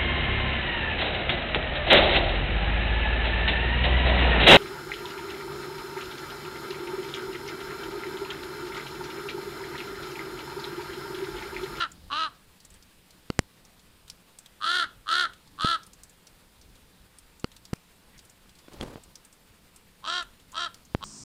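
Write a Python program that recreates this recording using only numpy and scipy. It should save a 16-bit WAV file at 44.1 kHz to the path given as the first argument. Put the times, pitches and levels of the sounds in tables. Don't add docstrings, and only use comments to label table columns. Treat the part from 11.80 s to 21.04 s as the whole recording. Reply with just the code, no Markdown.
import sys
import numpy as np
from scipy import signal
from scipy.io import wavfile
from scipy.ndimage import uniform_filter1d, minimum_filter1d

SR = 44100
rng = np.random.default_rng(int(sys.argv[2]) if len(sys.argv) > 2 else 0)


def gain_from_db(level_db):
    decades = np.asarray(level_db, float) / 20
    return 10 ** decades


def transcribe(signal):
    frames = np.atleast_2d(signal).T
    limited = np.clip(frames, -1, 1)
    pcm = np.round(limited * 32767).astype(np.int16)
    wavfile.write(sys.argv[1], SR, pcm)


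N = 407484


def evened(x):
    return x / np.sqrt(np.mean(x ** 2) + 1e-20)


def levelled(x):
    power = uniform_filter1d(uniform_filter1d(x ** 2, size=1500), size=1500)
    return x / np.sqrt(power + 1e-20)


def read(points, hz):
    f, value = np.transpose(points)
    return np.interp(np.log(hz + 1), np.log(f + 1), value)


def add(mix, s, sound):
    part = mix[round(s * SR):][:len(sound)]
    part += sound[:len(part)]


def resonate(x, hz, width):
    turn = np.exp(2j * np.pi * np.cumsum(hz * np.ones(len(x))) / SR)
    r = np.exp(-np.pi * width / SR)
    return 2 * (turn * signal.lfilter([1 - r], [1, -r], x / turn)).real


def noise(colour, patchy_db, flicker_db, size=1024):
    frames, hz = N // (size // 4) + 5, np.fft.rfftfreq(size, 1 / SR)
    a, b, patches = rng.standard_normal((frames, len(hz), 3)).T
    patches = evened(uniform_filter1d(uniform_filter1d(patches, size=12, axis=0), size=12, axis=1))
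    flicker = evened(uniform_filter1d(rng.standard_normal(frames), size=5))
    level_db = read(colour, hz)[:, None] + patchy_db * patches + flicker_db * flicker
    z = (a + 1j * b) * gain_from_db(level_db)
    return evened(signal.istft(z, nperseg=size, noverlap=size * 3 // 4)[1][:N])


CLIMB_DB = [-11, -18, -22.5]
ONSET_S = [.006, .013, .014]
CLIMB_SHUT = [0.49, 0.54, 1]
FALL_SHUT = [0.25, 0.038, 0.17]
UPPER_DB = [-4.5, -4, -1]


def arch(age, climb, fall, effort_db, top_hz, pose, sag):
    rest_hz, wide_hz = 243.2, 357
    before = np.clip(1 - age / climb, 0, 1)
    after = np.clip((age - climb) / fall, 0, 1)
    span = 1 - rest_hz / top_hz
    rising = span * before ** 2.1
    falling = sag * span * after ** 2.6
    onset_db = -33 * np.exp(-age / ONSET_S[pose])
    release_db = -29.5 * np.exp((age - climb - fall) / .011)
    effort_db = effort_db + CLIMB_DB[pose] * rising - 5 * falling + onset_db + release_db
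    hz = top_hz * (1 - rising - falling)
    upper_db = UPPER_DB[pose] - 18 * after ** 3.35
    mouth = top_hz / wide_hz * (1 - CLIMB_SHUT[pose] * rising - FALL_SHUT[pose] * falling)
    return effort_db, hz, upper_db, mouth


def flutter(t, flap_s, slowing_s, choked_s, depth):
    age = np.arange(min(flap_s, t[0]) - .02, t[-1] + 1 / SR, 1 / SR) - flap_s
    period_s = .0145 - .0065 * np.exp(-np.maximum(age, 0) / slowing_s)
    flaps = np.cumsum(1 / period_s) / SR
    flaps = (flaps - np.interp(0, age, flaps))[-len(t):]
    age = age[-len(t):]
    choked = np.clip(1.4 - age / choked_s, 0, 1)
    depth = np.clip(np.maximum(depth, .95 * choked), 0, 1)
    return age, flaps, choked, depth


def throat(air, resonances, mouth, skirt):
    out = 0
    for k, (hz, width, db) in enumerate(resonances):
        ring = resonate(resonate(air, hz * mouth, width), hz * mouth, skirt * width)
        out = out + (-1) ** k * gain_from_db(db) * ring
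    return out


# [f/Hz, width f/Hz, level/dB]
LOWER_THROAT = [(1367, 102, 15), (1787, 293, -1), (2180, 200, -16.5)]
# [f/Hz, width f/Hz, level/dB]
UPPER_THROAT = [
    [(2890, 390, 0.5), (3400, 680, -8), (4010, 250, 3.5), (4800, 510, -14), (5900, 1000, -16.5),
     (8950, 3500, -26.5)],
    [(3060, 806, -5), (3400, 890, -1.5), (4080, 146, -0.5), (4416, 200, -4), (7500, 5450, -18.5),
     (9000, 3800, -14.5)],
    [(2690, 370, -17), (3200, 200, -3), (3850, 350, -5.5), (4640, 270, -10.5), (5530, 470, -14),
     (7770, 1700, -21)],
]
# [level/dB, level/dB, level/dB]
CHEST = [
    (-23.5, -27, -23.5),
    (-25.5, -27, -46),
    (-23, -18, -16),
]


def croak(row, sag, flap_s, slowing_s, choked_s, pose, depth):
    jitter, shimmer_db, breath, rasp = .032, 1.5, .26, .5
    pose = round(pose)
    start, climb, fall, *top = row
    t = np.arange(max(start, 0), start + climb + fall, 1 / SR)
    effort_db, hz, upper_db, mouth = arch(t - start, climb, fall, *top, pose, sag)
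    wander, tremble, air = rng.standard_normal((3, len(t)))
    age, flaps, choked, depth = flutter(t, flap_s, slowing_s, choked_s, depth)
    wobble = .05 * depth * np.cos(2 * np.pi * (flaps - .3))
    unsteady = jitter * np.sqrt(depth) * evened(uniform_filter1d(wander, size=160))
    turns = np.cumsum(hz * (1 + unsteady + wobble)) / SR
    for at in np.flatnonzero(np.diff(np.floor(flaps))):
        turns[at:] -= choked[at] * ((turns[at] + .6) % 1 - .5)
    swell = (.5 + .5 * np.cos(2 * np.pi * (flaps - .12))) ** 1.5
    burst = np.exp(-(flaps % 1) / .24)
    throb = 1 - depth + depth * (choked * burst + (1 - choked) * swell)
    throb = throb * gain_from_db(shimmer_db * np.clip(evened(uniform_filter1d(tremble, size=130)), -2, 1.5))
    pulses = evened(sum(np.cos(2 * np.pi * k * turns) / (1 + (k / 17) ** 4) for k in range(1, 36)))
    puffs = evened(np.exp(-(turns % 1) / .3) * air)
    drive = -throb * (pulses + breath * puffs)
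    lower = throat(drive, LOWER_THROAT, mouth, 4.8)
    rough = (drive + rasp * throb * puffs[::-1]) * np.sqrt(throb)
    upper = throat(rough, UPPER_THROAT[pose], 1, 2.63)
    chest = sum(gain_from_db(db) * np.sin(2 * np.pi * k * turns) for k, db in enumerate(CHEST[pose], 1))
    chest = chest * (0.11 + 1.7 * throb)
    opening = np.clip(age / (0.43 * choked_s), .2, 1) ** 0.75
    voice = levelled(lower) + gain_from_db(upper_db) * opening * levelled(upper)
    voice = voice + np.sqrt(2) * gain_from_db(0.3 * upper_db) * chest
    return t[0], gain_from_db(effort_db) * voice * np.clip((t[-1] - t) / 0.0059, 0, 1)


# [start t/s, climb t/s, fall t/s, top effort level/dB, top pitch f/Hz]
CROAKS = [
    (-.15, 0.13, 0.095, -25, 361),
    (.296, .125, .072, -28, 321.7),
    (2.799, 0.17, 0.099, -24, 362.8),
    (3.256, 0.13, 0.092, -23, 361.2),
    (3.775, .135, .07, -25, 341),
    (8.222, .14, .076, -30, 361.3),
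    (8.722, .103, .066, -31.5, 350.4),
    (9.201, 0.19, 0.059, -30, 354),
]
SAG = [0.96, 1, 1, 0.72, 0.89, 0.464, .9, 1]
# [first flap t/s, slowing t/s, choked t/s, head pose, flutter depth 0-1]
FLAPS = [
    (-.1525, .05, .07, 0, .5),
    (.3092, .07, .008, 0, .33),
    (2.8044, .07, .07, 1, .38),
    (3.2603, .045, .065, 1, .55),
    (3.779, .045, .06, 1, .5),
    (8.2326, .047, .05, 2, .42),
    (8.736, .035, .05, 2, .5),
    (9.2089, .06, .06, 2, .5),
]


def raven():
    bird = np.zeros(N)
    for row, sag, flap in zip(CROAKS, SAG, FLAPS):
        add(bird, *croak(row, sag, *flap))
    return bird


# [f/Hz, level/dB per Hz]
HISS = [(15, 7), (25, -5.5), (177, -4.5), (378, -9), (510, -6.5), (568, -11.5), (854, -12.5), (952, -10.5),
        (1120, -11), (3600, -13.5), (6040, -21), (8370, -17.5), (13300, -22), (15200, -20), (16500, -77)]


def hiss():
    return gain_from_db(-60) * noise(HISS, 1.0, 0.88)


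# [f/Hz, width f/Hz, level/dB]
HUM = [(181, 25.5, -69), (885.4, 6.5, -82.5)]


def hum():
    return sum(gain_from_db(db) * evened(resonate(rng.standard_normal(N), hz, width)) for hz, width, db in HUM)


CALM_DB = -65
# [middle t/s, level/dB, half-length t/s]
GUSTS = [(.28, -55.5, 0.27), (.95, -75, 0.19), (1.57, -57, 0.08), (2.073, -71, 0.21), (3.806, -54.5, 0.097),
         (4.08, -74, 0.18), (4.917, -57, 0.084), (6.356, -59, 0.057), (7.024, -53, 0.11),
         (7.25, -58, 0.071), (8.103, -80, 0.077), (8.75, -69, .2), (9.24, -54, 0.12)]


def gusts():
    t = np.arange(N) / SR
    bumps = sum(gain_from_db(db - CALM_DB) * np.exp(-((t - s) / half) ** 2) for s, db, half in GUSTS)
    return 20 * np.log10(1 + bumps)


# [f/Hz, level/dB per Hz]
WIND_COLOUR = [(20, -9), (50, -3), (120, -12.5), (300, -18), (800, -51)]
AIR_COLOUR = [(900, 9), (2000, -21), (3600, 7), (5000, 8), (7000, -10)]


def wind():
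    air_db, follows, lag_s = -72.5, 0.85, 0.44
    gust_db = gusts()
    rumble = gain_from_db(CALM_DB + gust_db) * noise(WIND_COLOUR, 2.0, 2.0, size=2048)
    slow_db = uniform_filter1d(gust_db, round(lag_s * SR))
    return rumble + gain_from_db(air_db + follows * slow_db) * noise(AIR_COLOUR, 0.95, 1.0)


GROUND = [
    (1.3, -3, -0.059),
    (2.1, -2.5, 0.034),
    (4.6, 1.5, 0.23),
]


def bounces(bird):
    out = np.zeros(N)
    for ms, db, sign in GROUND:
        out += sign * gain_from_db(db) * np.pad(bird, (round(ms * SR / 1000), 0))[:N]
    return out


# [f/Hz, t/s]
ROCKS = [(500, 0.5), (1400, 0.29), (3500, 0.3), (8000, 0.18)]


def rocks(bird):
    eddies = .35 + .92 * evened(uniform_filter1d(rng.standard_normal(N), size=200))
    taps = np.zeros(SR // 2)
    at = np.arange(500, SR // 2 - 20, 20)
    taps[at + rng.integers(0, 20, len(at))] = rng.choice([-1., 1.], len(at))
    hz, t, z = signal.stft(taps, SR, nperseg=256)
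    tail = signal.istft(z * gain_from_db(-60 * t / read(ROCKS, hz)[:, None]), SR, nperseg=256)[1]
    return signal.fftconvolve(bird * eddies, tail / np.linalg.norm(tail))[:N]


def tick(db, hz):
    burst = rng.standard_normal(3500)
    t = np.arange(len(burst)) / SR
    t60 = 0.037 * gain_from_db(-0.44 * (db + 42.5))
    decay = gain_from_db(-60 * t / max(t60, .005)) + gain_from_db(-17 - 60 * t / .12)
    shape = np.clip(t / .0008, 0, 1) * decay
    ring = resonate(resonate(burst, hz, 1200), hz, 5100)
    case = resonate(resonate(burst, 7150, 4900), 6100, 5500)
    return gain_from_db(db - 3.5) * evened(ring + gain_from_db(-7.5) * case) * shape


# [t/s, peak
# level/dB, centre f/Hz]
SLEET = [(0.1165, -40, 7350), (0.849, -42.5, 7600), (0.9028, -48.5, 7620), (0.94, -48, 8150),
         (2.5867, -34.5, 7600), (4.0647, -44, 9100), (4.1324, -41.5, 6700), (4.234, -36.5, 7900),
         (4.2946, -49, 7340), (5.3851, -41.5, 8850), (5.596, -46.5, 7140), (6.4497, -49.5, 9000),
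         (6.4966, -46, 7060), (7.235, -45, 7740), (7.355, -36, 5560), (7.449, -45.5, 8400),
         (7.5263, -48.5, 7850), (7.9603, -42, 8140), (8.7184, -43, 7460), (9.0504, -49, 6640),
         (0.802, -47.5, 4500), (1.0246, -47.5, 4900), (1.306, -47, 4450), (1.8498, -48.5, 5870),
          (1.994, -52, 4200), (2.2793, -44, 3560), (2.2993, -29, 4900), (2.66, -42, 3500),
          (3.5335, -47, 3400), (3.674, -52, 4660), (4.0323, -43.5, 5600), (4.4692, -42, 5210),
          (4.813, -49, 5330), (4.9536, -52, 3950), (5.764, -42.5, 4140), (5.8522, -40, 4930),
          (6.378, -49, 5740), (6.391, -43.5, 4400), (6.933, -45, 4260), (7.0101, -39, 3200),
          (8.4257, -37.5, 3070), (8.5984, -52, 3360), (8.9433, -39, 4930), (5.716, -47.5, 3700),
          (5.955, -53, 5500), (6.693, -49.5, 4200), (6.752, -52, 4540), (6.787, -48.5, 4500)]


def sleet():
    out = np.zeros(N)
    for s, db, hz in SLEET:
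        add(out, s, tick(db, hz))
    return out


def knock(db, sign, hz, rise_ms, ring_db, sharpness, soft_ms, modes):
    lead_count = 200
    t = np.arange(1800) / SR
    loss = np.pi * hz / sharpness
    turn = np.sqrt(max((2 * np.pi * hz) ** 2 - loss ** 2, 1))
    step = np.exp(-loss * t) * (np.cos(turn * t) - loss / turn * np.sin(turn * t))
    lead = np.exp(-np.arange(lead_count, 0, -1) / SR / (rise_ms / 1000))
    contact = np.exp(-.5 * (np.arange(-40, 41) / SR / (soft_ms / 1000)) ** 2)
    push = np.convolve(np.concatenate([lead, step]), contact / contact.sum(), "same")
    ring = sum(gain_from_db(level - 60 * t / t60) * np.sin(2 * np.pi * f * t) for f, t60, level in modes)
    return sign * gain_from_db(db) * (push + gain_from_db(ring_db) * np.pad(ring, (lead_count, 0)))


def knocks(rows, sharpness, soft_ms, modes):
    out = np.zeros(N)
    for s, *row in rows:
        add(out, s - 200 / SR, knock(*row, sharpness, soft_ms, modes))
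    return out


# [f/Hz, 60 dB decay t/s, level/dB]
BUTTON = [(496, 0.02, -1.5), (1386, 0.009, 3), (2130, 0.009, -5), (2880, 0.0055, 4), (4400, 0.0055, 3),
          (7400, 0.0046, -15)]
# [t/s, peak level/dB, sign, membrane f/Hz, rise t/ms, case ring level/dB]
PRESSES = [
    (1.5025, -15.5, 1, 225, .6, -11),
    (5.6441, -16.5, 1, 225, .6, -9),
    (3.8474, -13, -1, 175, .7, -19),
    (5.9327, -14.5, -1, 175, .7, -21),
]


def presses():
    return knocks(PRESSES, sharpness=1.1, soft_ms=.044, modes=BUTTON)


# [f/Hz, 60 dB decay t/s, level/dB]
CASE = [(2040, 0.0038, 3), (2950, 0.0026, 2), (4600, .004, -8), (5130, 0.0071, -6.5), (5880, 0.0027, 4.5),
        (7430, 0.0035, 1), (8380, 0.0018, 2.5), (10650, 0.0094, -16)]
# [t/s, peak level/dB, sign, membrane f/Hz, rise t/ms, case ring level/dB]
POPS = [
    (1.5916, -5, -1, 100, .03, -5),
    (5.9362, -27, 1, 900, .1, -6),
]


def pops():
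    return knocks(POPS, sharpness=.62, soft_ms=.017, modes=CASE)


def puff(db, hz, length_s, width):
    count = round(length_s * SR)
    swell = resonate(resonate(rng.standard_normal(count), hz, width), hz, 1.4 * width)
    return gain_from_db(db) * evened(swell) * np.hanning(count)


# [t/s, level/dB, centre f/Hz, length t/s, width f/Hz]
PUFFS = [
    (6.31, -60, 1900, .09, 900),
    (6.77, -70, 3450, .17, 18),
    (5.94, -62, 2500, .045, 150),
]


def scuffs():
    out = np.zeros(N)
    for s, *row in PUFFS:
        add(out, s, puff(*row))
    return out


# [start t/s, length t/s, level/dB, change over the stroke level/dB]
RUB = [
    (6.875, .016, -47, -3),
    (6.904, 0.14, -51, 3),
    (7.015, 0.137, -43.5, -3.5),
    (7.158, 0.059, -48, -20),
    (7.253, 0.056, -60.5, -6),
]


def strokes():
    out = np.zeros(N)
    for s, length, db, change_db in RUB:
        t = np.arange(0, length, 1 / SR)
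        edges = np.clip(np.minimum(t, length - t) / .008, 0, 1)
        add(out, s, gain_from_db(db + change_db * t / length) * edges)
    return out


# [f/Hz, level/dB per Hz]
RUB_COLOUR = [(35, -37), (60, -4), (171, -3), (536, -3.5), (721, -19), (906, -6), (1060, -12.5),
              (1680, -17.5), (14000, -36)]


def rub():
    return strokes() * noise(RUB_COLOUR, 1.3, 2.5, size=256)


# [f/Hz, 60 dB decay t/s, level/dB]
PORT = [(3300, .012, 0), (4200, .007, -4)]
# [t/s, peak level/dB, sign, membrane f/Hz, rise t/ms, hole ring level/dB]
LIFTS = [
    (6.8835, -31, 1, 200, .06, -26),
    (7.0113, -21, -1, 110, .15, -4),
    (7.158, -25, 1, 150, .1, -24),
    (9.149, -8, 1, 105, .04, -36),
]


def lifts():
    return knocks(LIFTS, sharpness=.62, soft_ms=.04, modes=PORT)


def scene():
    bird = raven()
    camera = hiss() + hum() + wind()
    near = bird + bounces(bird)
    touches = sleet() + presses() + pops() + scuffs() + rub() + lifts()
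    return (gain_from_db(-1.5) * near + gain_from_db(-22.5) * rocks(bird) + touches + camera)[None]


def starved(x):
    from_hz, loud_db = 10500, -52
    hz, t, z = signal.stft(x, SR, nperseg=512)
    power = minimum_filter1d((abs(z) ** 2).sum(-2, keepdims=True), size=5)
    level_db = 10 * np.log10(uniform_filter1d(power, size=9) + 1e-12)
    streaks = uniform_filter1d(rng.standard_normal(z.shape), size=17, axis=-1)
    streaks = evened(uniform_filter1d(streaks, size=3, axis=-2))
    share = np.clip((level_db - loud_db) / 6, 0, 1) * np.clip((hz[:, None] - from_hz) / 3000, 0, 1)
    loss_db = -25 * np.clip(2 * (streaks + 4 * share - 3), 0, 1) - 2 * share
    return signal.istft(z * gain_from_db(loss_db), SR, nperseg=512)[1][:, :N]


def top_cut(x):
    return signal.sosfilt(signal.butter(12, 16740, fs=SR, output="sos"), x)


def record(dry):
    ceiling, edge_hz = .74, 15900
    clipped = np.clip(dry, -ceiling, ceiling)
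    low_pass = signal.firwin(255, edge_hz, window=("kaiser", 9), fs=SR)
    limited = signal.oaconvolve(clipped, low_pass[None], "same")
    return top_cut(starved(limited))


dry = scene()
out = record(dry)
transcribe(out)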